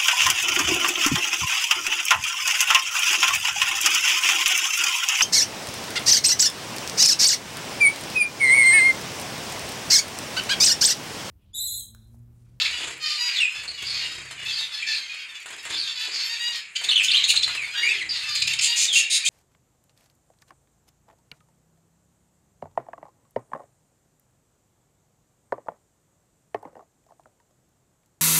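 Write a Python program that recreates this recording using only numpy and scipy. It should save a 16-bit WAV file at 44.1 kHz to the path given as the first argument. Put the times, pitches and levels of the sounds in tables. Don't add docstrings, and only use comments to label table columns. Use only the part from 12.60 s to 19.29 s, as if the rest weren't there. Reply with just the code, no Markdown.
import sys
import numpy as np
from scipy import signal
from scipy.fft import rfft, irfft, next_fast_len
from scipy.io import wavfile
from scipy.ndimage import uniform_filter1d

SR = 44100
rng = np.random.default_rng(int(sys.argv[2]) if len(sys.argv) > 2 else 0)


def wav_record(signal):
    frames = np.transpose(np.atleast_2d(signal))
    bounded = np.clip(frames, -1, 1)
    quanta = np.round(bounded * 32767).astype(np.int16)
    wavfile.write(sys.argv[1], SR, quanta)


N = 295029
LONGEST = SR * 3 // 5
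CUTOFF_HZ = 15750


def from_db(db):
    return 10 ** (np.asarray(db) / 20)


def rms_one(x):
    return x / np.sqrt(np.mean(x ** 2) + 1e-20)


def at_hz(points, hz):
    knots, values = np.transpose(points)
    return np.interp(np.log(np.maximum(hz, 1)), np.log(knots), values)


def by_length(points, length):
    knots, *columns = np.transpose(points)
    return [np.interp(length, knots, column) for column in columns]


def noise(colour, size):
    hz = np.linspace(0, SR / 2, size // 2 + 1)
    spectrum = rfft(rng.standard_normal(size)) * from_db(at_hz(colour, hz))
    return rms_one(irfft(spectrum, size))


def tremble(rate_hz, size):
    r = np.exp(-2 * np.pi * rate_hz / SR)
    motion = signal.lfilter([1], [1, -2 * r, r * r], rng.standard_normal(LONGEST))
    return rms_one(motion)[-size:]


def progress(length):
    return np.linspace(0, 1, int(np.clip(length * SR, 64, LONGEST)))


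def swell(u, rise, fall):
    return np.sin(np.pi / 2 * np.clip(np.minimum(u / rise, (1 - u) / fall), 0, 1))


def arch(u, start, middle, end):
    return np.polyval(np.polyfit([0, .5, 1], [start, middle, end], 2), u)


def glide_phase(pitch):
    return 2 * np.pi * np.cumsum(pitch) / SR


def add(track, s, sound):
    at = round(s * SR)
    part = sound[max(-at, 0):max(N - at, 0)]
    track[max(at, 0):max(at, 0) + len(part)] += part


# frequency in Hz, relative level in dB.
MURMUR_COLOUR = [(25, -31), (70, -5), (200, -4.5), (600, -5), (1200, 6), (2500, 22.5), (4200, -3.5),
                 (5700, -4.5), (7000, 10), (12000, -15.5), (16000, -44)]
# frequency in Hz, rms level in dB.
HUM = [(70, -79), (135, -86), (199, -88), (409, -78.5)]
# start in seconds, length in seconds, start, middle and end pitch in Hz, level in dB.
DRONE = [(5.18, 0.37, 360, 359, 269, -55.5), (5.211, 0.21, 407, 412, 395, -53)]
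MURMUR_DB = -40.5


def background(excited_db, drone_jitter=0.023, patchy_db=3.0, count=70):
    t = np.arange(N) / SR
    hum = sum(np.sqrt(2) * from_db(db) * np.sin(2 * np.pi * hz * t) for hz, db in HUM)
    for s, length, start, middle, end, db in DRONE:
        u = progress(length)
        pitch = arch(u, start, middle, end) * (1 + drone_jitter * tremble(34, size=len(u)))
        add(hum, s, from_db(db) * swell(u, rise=0.042, fall=0.19) * np.sin(glide_phase(pitch)))

    size = next_fast_len(N)
    spectrum = rfft(noise(MURMUR_COLOUR, size=size))
    hz = np.linspace(0, SR / 2, size // 2 + 1)
    murmur = 0
    edges_hz = [0, 250, 900, 1600, 2200, 2900, 3800, 5200, 8000, SR]
    for low, high in zip(edges_hz, edges_hz[1:]):
        patches = np.interp(t, np.linspace(0, N / SR, count), rng.standard_normal(count))
        band = irfft(spectrum * (hz >= low) * (hz < high), size)[:N]
        murmur = murmur + band * from_db(patchy_db * patches)
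    return from_db(MURMUR_DB + excited_db) * rms_one(murmur) + hum


# frequency in Hz, time to fall by 60 dB in seconds.
ROOM_T60 = [(100, 0.81), (1000, 0.33), (3000, 0.38), (7000, 0.22), (15000, 0.16)]


def room(x, first_echo_s=0.0039):
    t = np.arange(LONGEST) / SR
    tail = 0
    edges_hz = np.geomspace(40, 18000, 10)
    for low, high in zip(edges_hz, edges_hz[1:]):
        band_pass = signal.butter(2, [low, high], "band", fs=SR, output="sos")
        band = signal.sosfilt(band_pass, rng.standard_normal(LONGEST))
        tail = tail + band * from_db(-60 * t / at_hz(ROOM_T60, np.sqrt(low * high)))
    tail = tail * (t > first_echo_s)
    return signal.fftconvolve(x, tail / np.linalg.norm(tail))[:N]


# start in seconds, starting level in dB before tap_db.
TAPS = [(1.036, -38), (1.652, -44.5), (1.71, -36), (2.007, -39), (2.543, -43), (2.859, -36), (2.905, -37),
        (3.052, -33), (3.886, -40), (4.213, -36), (4.29, -32.5), (4.739, -33), (4.878, -30), (4.951, -32),
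        (5.076, -42.5)]
# frequency in Hz, relative level in dB.
TAP_COLOUR = [(150, -17.5), (500, -6), (1000, 1), (1900, 7.5), (4000, 2.5), (5600, -11), (7500, 2.5),
              (15000, -29)]


def taps(t60=0.084, tap_db=-2, seed_db=-42, seed_spread_db=4, count=45):
    out = np.zeros(N)
    t = np.arange(4096) / SR
    for s, db in TAPS:
        add(out, s, from_db(db + tap_db - 60 * t / t60) * noise(TAP_COLOUR, size=len(t)))
    starts, sizes = rng.uniform(0, N / SR, count), rng.uniform(-1, 1, count)
    for s, size in zip(starts, sizes):
        tick = rms_one(np.diff(noise(TAP_COLOUR, size=len(t)), prepend=0))
        add(out, s, from_db(seed_db + seed_spread_db * size - 60 * t / 0.013) * tick)
    return out


# start in seconds, length in seconds, feather swish in dB, low push of air in dB.
FLUTTERS = [ (-.05, 0.45, -45.5, -60), (.178, .14, -37.5, -99), (0.92, 0.24, -47.5, -62),
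            (1.155, 0.56, -47, -58.5), (1.687, 0.27, -49.5, -63.5), (2.263, 0.14, -53, -64.5),
            (2.852, 0.15, -46, -74), (3.036, 0.126, -38, -60.5), (3.447, 0.073, -44, -81),
            (4.189, .13, -46.5, -69), (4.55, 0.57, -50.5, -63), (5.15, 0.54, -53, -64.5),
            (5.636, 0.36, -80, -59)]
# frequency in Hz, relative level in dB.
FEATHERS = [(120, -85), (300, 2.5), (700, 2), (1200, 3), (2600, 9), (5600, -2), (7000, 6.5), (11000, -12.5),
            (16000, -63)]
# frequency in Hz, relative level in dB.
AIR_PUSH = [(25, -12), (45, -25), (70, 7), (100, -15.5), (138, 11.5), (175, -13), (260, -6.5), (420, -44.5),
            (900, -23), (3000, -44)]
WINGBEATS_PER_S = 28


def wings(stroke_db=7, lumpy_db=2.5, unevenness=0.13):
    out = np.zeros(N)
    for s, length, swish_db, push_db in FLUTTERS:
        u = progress(length)
        beats = np.cumsum(WINGBEATS_PER_S * (1 + unevenness * tremble(6.6, size=len(u)))) / SR
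        strokes_db = stroke_db * np.cos(2 * np.pi * beats) + lumpy_db * tremble(23.5, size=len(u))
        strokes = rms_one(from_db(strokes_db))
        swish = from_db(swish_db) * noise(FEATHERS, size=LONGEST)
        push = from_db(push_db) * noise(AIR_PUSH, size=LONGEST)
        add(out, s, (swish + push)[:len(u)] * strokes * swell(u, rise=0.21, fall=0.22))
    return out


def syrinx(pitch, jitter, jitter_hz, throat_db, half_db=-80, hoarse_db=-40, uneven_db=0):
    size = len(pitch)
    phase = glide_phase(pitch * (1 + jitter * tremble(jitter_hz, size=size)))
    k = np.arange(2, 2 * CUTOFF_HZ / pitch.mean())[:, None] / 2
    own_db = uneven_db * rng.standard_normal(size=(128, 1))[:len(k)]
    hz = k * pitch[::64]
    gains = from_db(throat_db(hz) + own_db + half_db * (k % 1 > 0)) * (hz < SR / 2)
    partials = np.sin(np.float32(k * phase + k ** 2))
    tone = rms_one(np.sum(gains[:, np.arange(size) // 64] * partials, axis=0))
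    air = rng.standard_normal(LONGEST)[:size] * (1 + np.cos(phase))
    throat = from_db(throat_db(np.linspace(20, SR / 2, size // 2 + 1)))
    air = rms_one(irfft(rfft(air) * throat, size))
    return rms_one(tone + from_db(hoarse_db) * air)


FAR_DB = -41
# frequency in Hz, relative level in dB.
NASAL_THROAT = [(500, -45), (950, -17.5), (1400, -8), (1900, -5), (2600, 1), (3800, -1), (4900, -0.5),
                (5700, -7.5), (6800, -7), (8500, -24), (11500, -24), (13500, -34), (16000, -56)]


def far_calls(spread_db=3.0, far_hz=830, pitch_spread=.3, far_s=.075, length_spread=0.38, count=70):
    def throat(hz):
        return at_hz(NASAL_THROAT, hz) - 12 * (hz < 1400)

    out = np.zeros(N)
    for k, (when, length, pitch, size) in enumerate(rng.uniform(-1, 1, (count, 4))):
        u = progress(far_s * (1 + length_spread * length))
        top = far_hz * (1 + pitch_spread * pitch)
        voice = syrinx(arch(u, .96 * top, top, .92 * top), .012, 260, throat, hoarse_db=-14, uneven_db=4.5)
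        add(out, (k + when) / count * N / SR, voice * np.sin(np.pi * u) * from_db(FAR_DB + spread_db * size))
    return out


WAVER_SHARE, WAVER_HZ = 0.00618, 26


def nasal_call(length, pitch, shape, rough, beak, jitter=.039, jitter_hz=260,
               beak_db=7, beak_rough_db=2, beak_octaves=0.39, half_db=-19, half_rough_db=12,
               rise=0.28, fall=0.55, shake_db=2.0, hoarse_db=-26, hoarse_rough_db=27):
    def throat(hz):
        lift_db = beak_db + beak_rough_db * rough
        return at_hz(NASAL_THROAT, hz) + lift_db * np.exp(-(np.log2(hz / beak) / beak_octaves) ** 2)

    u = progress(length)
    waver = 1 + WAVER_SHARE * tremble(WAVER_HZ, size=len(u))
    glide = pitch * arch(u, shape[0], 0.99, shape[1]) * waver
    voice = syrinx(glide, jitter * rough, jitter_hz, throat, half_db + half_rough_db * rough,
                   hoarse_db + hoarse_rough_db * np.sqrt(abs(rough)), uneven_db=3.0)
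    return voice * swell(u, rise, fall) * from_db(shake_db * tremble(67, size=len(u)))


# start in seconds, base pitch in Hz, level in dB, beak resonance in Hz.
CONTACT_CALLS = [ (.115, 980, -31.5, 2530), (.941, 873, -36, 2470), (1.389, 942, -33, 2600),
                 (1.848, 899, -32.5, 3840), (1.96, 905, -34, 3750), (2.116, 888, -33.5, 3930),
                 (2.261, 894, -29, 5040), (2.478, 838, -39, 2720), (3.256, 912, -33.5, 3530),
                 (3.396, 893, -34.5, 3240), (3.595, 903, -29, 4900), (5.62, 892, -34.5, 2660),
                 (5.868, 916, -30.5, 2770)]
CONTACT_S, CONTACT_ROUGH = .093, 0.49
# start in seconds, length in seconds, base pitch in Hz, level in dB, beak resonance in Hz.
LONG_CALLS = [(0.569, 0.16, 974, -26.5, 4470), (3.675, 0.11, 942, -33, 3970),
              (3.783, .17, 965, -29.5, 3620), (5.141, .205, 960.5, -31, 3700), (6.06, .13, 955, -28, 3700)]
LONG_ROUGH = .11
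CALL_ARCH = (0.97, 0.96)
# start in seconds, length in seconds, base pitch in Hz, level in dB.
LOW_CALLS = [ (.395, 0.22, 610.7, -30.5), (1.167, 0.1, 566, -34.5), (1.387, 0.26, 638, -40),
             (1.773, 0.091, 580, -38.5), (2.182, 0.092, 652, -39), (2.415, 0.23, 635, -45.5),
             (2.58, .09, 545, -40.5), (2.737, 0.063, 574, -42.5), (3.33, 0.2, 497, -36),
             (5.005, 0.16, 609, -46), (5.658, 0.17, 600, -30)]
LOW_SAG = (1.02, 0.98)
# length in seconds, roughness 0-1, beak resonance in Hz.
LOW_VOICE = [(.09, 0.46, 2920), (.17, 0.17, 4100)]
# start in seconds, length in seconds, base pitch in Hz, level in dB, beak resonance in Hz.
HOARSE_CALLS = [ (-.04, 0.15, 891.6, -27, 3800), (0.199, 0.077, 824, -34, 2900),
                (0.661, 0.2, 789, -33, 2400), (1.23, 0.26, 1127, -32, 4630), (2.323, 0.077, 815, -32, 4550),
                (3.088, .13, 819, -35.5, 3920), (3.505, .14, 1121, -31, 5000),
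                (3.917, .075, 1108, -34, 4050), (4.493, 0.2, 1156, -33, 2440),
                (4.874, 0.11, 827, -35.5, 2860), (5.326, 0.064, 844, -35, 3360),
                (5.488, .19, 939, -33.5, 4170)]
HOARSE_FALL, HOARSE_ROUGH = (1.05, .9), 0.892


def nasal_calls():
    out = np.zeros(N)
    for s, pitch, db, beak in CONTACT_CALLS:
        add(out, s, from_db(db) * nasal_call(CONTACT_S, pitch, CALL_ARCH, CONTACT_ROUGH, beak))
    for s, length, pitch, db, beak in LONG_CALLS:
        add(out, s, from_db(db) * nasal_call(length, pitch, CALL_ARCH, LONG_ROUGH, beak))
    for s, length, pitch, db in LOW_CALLS:
        rough, beak = by_length(LOW_VOICE, length)
        add(out, s, from_db(db) * nasal_call(length, pitch, LOW_SAG, rough, beak))
    for s, length, pitch, db, beak in HOARSE_CALLS:
        add(out, s, from_db(db) * nasal_call(length, pitch, HOARSE_FALL, HOARSE_ROUGH, beak))
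    return out


# overtone frequency in Hz, dB against the fundamental.
OVERTONES = [(3500, 4), (4800, -25), (5700, -18), (7200, -19), (8800, -19.5), (10000, -37), (15000, -44)]


def whistle(length, pitches, rough, jitter=0.0896, jitter_hz=550, rise=0.17, fall=0.12,
            shake_db=4, buzz_db=8):
    u = progress(length)
    glide = arch(u, *pitches)
    phase = glide_phase(glide * (1 + jitter * rough * tremble(jitter_hz, size=len(u))))
    tone = np.sin(phase)
    for k in range(2, 5):
        tone = tone + from_db(at_hz(OVERTONES, k * glide)) * np.sin(k * phase)
    buzz = buzz_db * rough * np.tanh(tremble(250, size=len(u)))
    shake = shake_db * np.tanh(tremble(137, size=len(u)))
    return rms_one(tone * from_db(buzz + shake)) * swell(u, rise, fall)


# start in seconds, length in seconds, mid-whistle pitch in Hz, slide in semitones, level in dB.
WHISTLES = [ (0.056, 0.013, 2280, 3, -26.5), (.447, .12, 4610, -2.5, -33), (0.715, 0.073, 4320, -3.5, -36),
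            (.759, 0.036, 3630, -2, -26.5), (0.8, .062, 2632, -3, -20.5), (1.075, 0.044, 4360, 0, -34),
            (1.258, 0.065, 4540, -1.5, -33.5), (1.44, .041, 2800, -1.5, -36), (1.88, .05, 3470, -3, -31.5),
            (1.912, 0.096, 4590, -1.5, -33), (1.981, 0.087, 3680, -1.5, -32.5),
            (2.223, 0.019, 2400, 2, -29.5), (2.27, 0.13, 4430, -1.5, -33.5), (2.325, 0.033, 2500, 3, -32.5),
            (3.129, 0.045, 3570, 0.5, -35), (3.16, 0.084, 4530, -1, -30.5), (3.219, .11, 3650, -1.5, -35.5),
            (3.527, 0.097, 4600, -3, -36), (4.964, .095, 2382, -4.5, -31.5), (5.062, 0.088, 2460, 2, -43),
            (5.134, 0.16, 1810, 6, -35), (5.226, .1, 2429, 4, -23.5), (5.3, 0.065, 2155, -1.5, -33.5),
            (5.38, 0.053, 2390, -10.5, -31.5), (5.489, 0.037, 4790, -1, -28),
            (5.529, 0.089, 4430, -3.5, -36), (5.693, 0.15, 4270, -4.5, -33), (6.275, 0.083, 3314, -4, -26),
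            (6.352, 0.065, 2754, 0, -19), (6.635, .041, 2480, 1.5, -30), (6.66, .02, 3380, 4.5, -25)]
# pitch in Hz, roughness before strain.
WHISTLE_ROUGH = [(1900, 0.68), (2700, 0.17), (4500, 0.64)]
# length in seconds, factor on the roughness.
WHISTLE_STRAIN = [(.04, 0.78), (.1, 1.13)]
EARLY_SLIDE = .6


def whistles():
    out = np.zeros(N)
    for s, length, pitch, slide, db in WHISTLES:
        semitones = slide * np.array([-EARLY_SLIDE, 0, 1 - EARLY_SLIDE])
        strain, = by_length(WHISTLE_STRAIN, length)
        rough = at_hz(WHISTLE_ROUGH, pitch) * strain
        add(out, s, from_db(db) * whistle(length, pitch * 2 ** (semitones / 12), rough))
    return out


# start in seconds, length in seconds, start pitch in Hz, end pitch in Hz, level in dB.
WARBLE = [(4.284, .036, 3700, 4630, -21.5), (4.313, 0.032, 3100, 3147, -19.5),
          (4.354, .066, 3660, 2400, -19.5), (4.398, 0.047, 2500, 2830, -24.5),
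          (4.482, 0.029, 3800, 2800, -22), (4.529, 0.057, 2800, 4204, -18.5), (4.577, .03, 3850, 3005, -29),
          (4.69, .041, 3870, 3800, -26)]
WARBLE_SAG, WARBLE_ROUGH = .96, 0.57
# start in seconds, level in dB.
UPSWEEPS = [(4.506, -19.5), (4.638, -19), (4.763, -18.5), (4.83, -19), (4.9, -40)]
UPSWEEP_HZ = (3220, 4080, 4280)
UPSWEEP_S, UPSWEEP_ROUGH = .017, 0.58


def song():
    out = np.zeros(N)
    for s, length, start, end, db in WARBLE:
        middle = WARBLE_SAG * np.sqrt(start * end)
        add(out, s, from_db(db) * whistle(length, (start, middle, end), WARBLE_ROUGH))
    for s, db in UPSWEEPS:
        add(out, s, from_db(db) * whistle(UPSWEEP_S, UPSWEEP_HZ, UPSWEEP_ROUGH))
    return out


# start in seconds, length in seconds, top pitch in Hz, level in dB.
CHIPS = [ (4.149, 0.029, 1580, -25.5), (4.233, 0.025, 1510, -23), (4.417, 0.054, 1550, -24.5),
         (4.625, 0.036, 1355, -30.5), (4.669, 0.06, 1426, -19.5), (4.753, 0.02, 1420, -23.5),
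         (4.82, 0.02, 1372, -25), (4.961, 0.013, 1290, -38), (5.687, 0.014, 2260, -32),
         (5.746, .025, 2580, -23), (5.816, 0.016, 2520, -20), (5.869, 0.018, 2655, -19),
         (5.931, .013, 2478, -20.5), (5.985, 0.017, 2686, -19.5)]
# frequency in Hz, relative level in dB.
HARSH_THROAT = [(700, -38.5), (1450, -30.5), (2450, 2.5), (3100, 2), (3900, 3.5), (4900, 4), (5700, -1.5),
                (6800, 9), (8100, -3.5), (9100, 0.5), (9800, -16), (10400, -6.5), (12000, -24.5),
                (15500, -24.5)]
# length in seconds, added tilt above the top pitch in dB per octave.
CHIP_BRIGHTNESS = [(.025, -6.5), (.05, 1)]
# top pitch in Hz, roughness 0-1.
CHIP_ROUGH = [(1500, .85), (2500, 0.28)]


def harsh_throat(hz):
    return at_hz(HARSH_THROAT, hz)


def chips(low_share=0.5, jitter=0.045, rise=0.67, fall=0.49):
    out = np.zeros(N)
    for s, length, top, db in CHIPS:
        u = progress(length)
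        bright, = by_length(CHIP_BRIGHTNESS, length)

        def throat(hz):
            return harsh_throat(hz) + bright * np.log2(np.maximum(hz / top, 1))

        pitch = arch(u, low_share * top, top, low_share * top)
        voice = syrinx(pitch, jitter * at_hz(CHIP_ROUGH, top), 570, throat,
                       half_db=-20, hoarse_db=-3.5, uneven_db=9.5)
        add(out, s, voice * swell(u, rise, fall) ** 2 * from_db(db))
    return out


# start in seconds, length in seconds.
RASPS = [(6.009, .08), (6.157, 0.12), (6.323, .1), (6.498, .095), (6.647, 0.11)]
RASP_HZ, RASP_DB = 541.7, -20.5


def rasps(jitter=0.0348, jitter_hz=450, push_db=6, grain_db=1.5):
    out = np.zeros(N)
    for s, length in RASPS:
        u = progress(length)
        voice = syrinx(np.full(len(u), float(RASP_HZ)), jitter, jitter_hz, harsh_throat,
                       half_db=-4.5, hoarse_db=-6, uneven_db=4.0)
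        effort_db = push_db * (np.sin(np.pi * u) - 1) + grain_db * tremble(200, size=len(u))
        add(out, s, voice * swell(u, rise=0.094, fall=0.28) * from_db(RASP_DB + effort_db))
    return out


FLOCK_FOLLOWS, EXCITEMENT_S = .55, 0.24


def excitement(calls, calm_db=-42, full_db=-27):
    power = uniform_filter1d(calls ** 2, max(int(EXCITEMENT_S * SR), 1))
    db = np.clip(10 * np.log10(np.abs(power) + 1e-12), calm_db, full_db)
    return FLOCK_FOLLOWS * (db - db.mean())


def scene():
    calls = nasal_calls()
    near = whistles() + song() + rasps()
    sharp = chips() + taps()
    excited_db = excitement(calls + from_db(-7) * near)
    flock = calls + from_db(excited_db) * far_calls() + wings()
    direct = from_db(2.0) * flock + from_db(2) * near + from_db(5) * sharp
    echo = room(from_db(-3.5) * flock + from_db(-3.5) * near + from_db(1.0) * sharp)
    return (direct + echo + background(excited_db))[None]


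# centre in Hz, width in Hz, share removed 0-1.
MIC_DIP = (5750, 800, .55)


def record(dry, top=0.78):
    hz, width_hz, share = MIC_DIP
    dip_band = signal.lfilter(*signal.iirpeak(hz, hz / width_hz, fs=SR), dry)
    coloured = dry - share * dip_band
    rounded = coloured / (1 + (coloured / top) ** 4) ** (1 / 4)
    steep_cut = signal.ellip(10, .2, 80, CUTOFF_HZ, fs=SR, output="sos")
    return signal.sosfilt(steep_cut, rounded)


dry = scene()
out = record(dry)
wav_record(out)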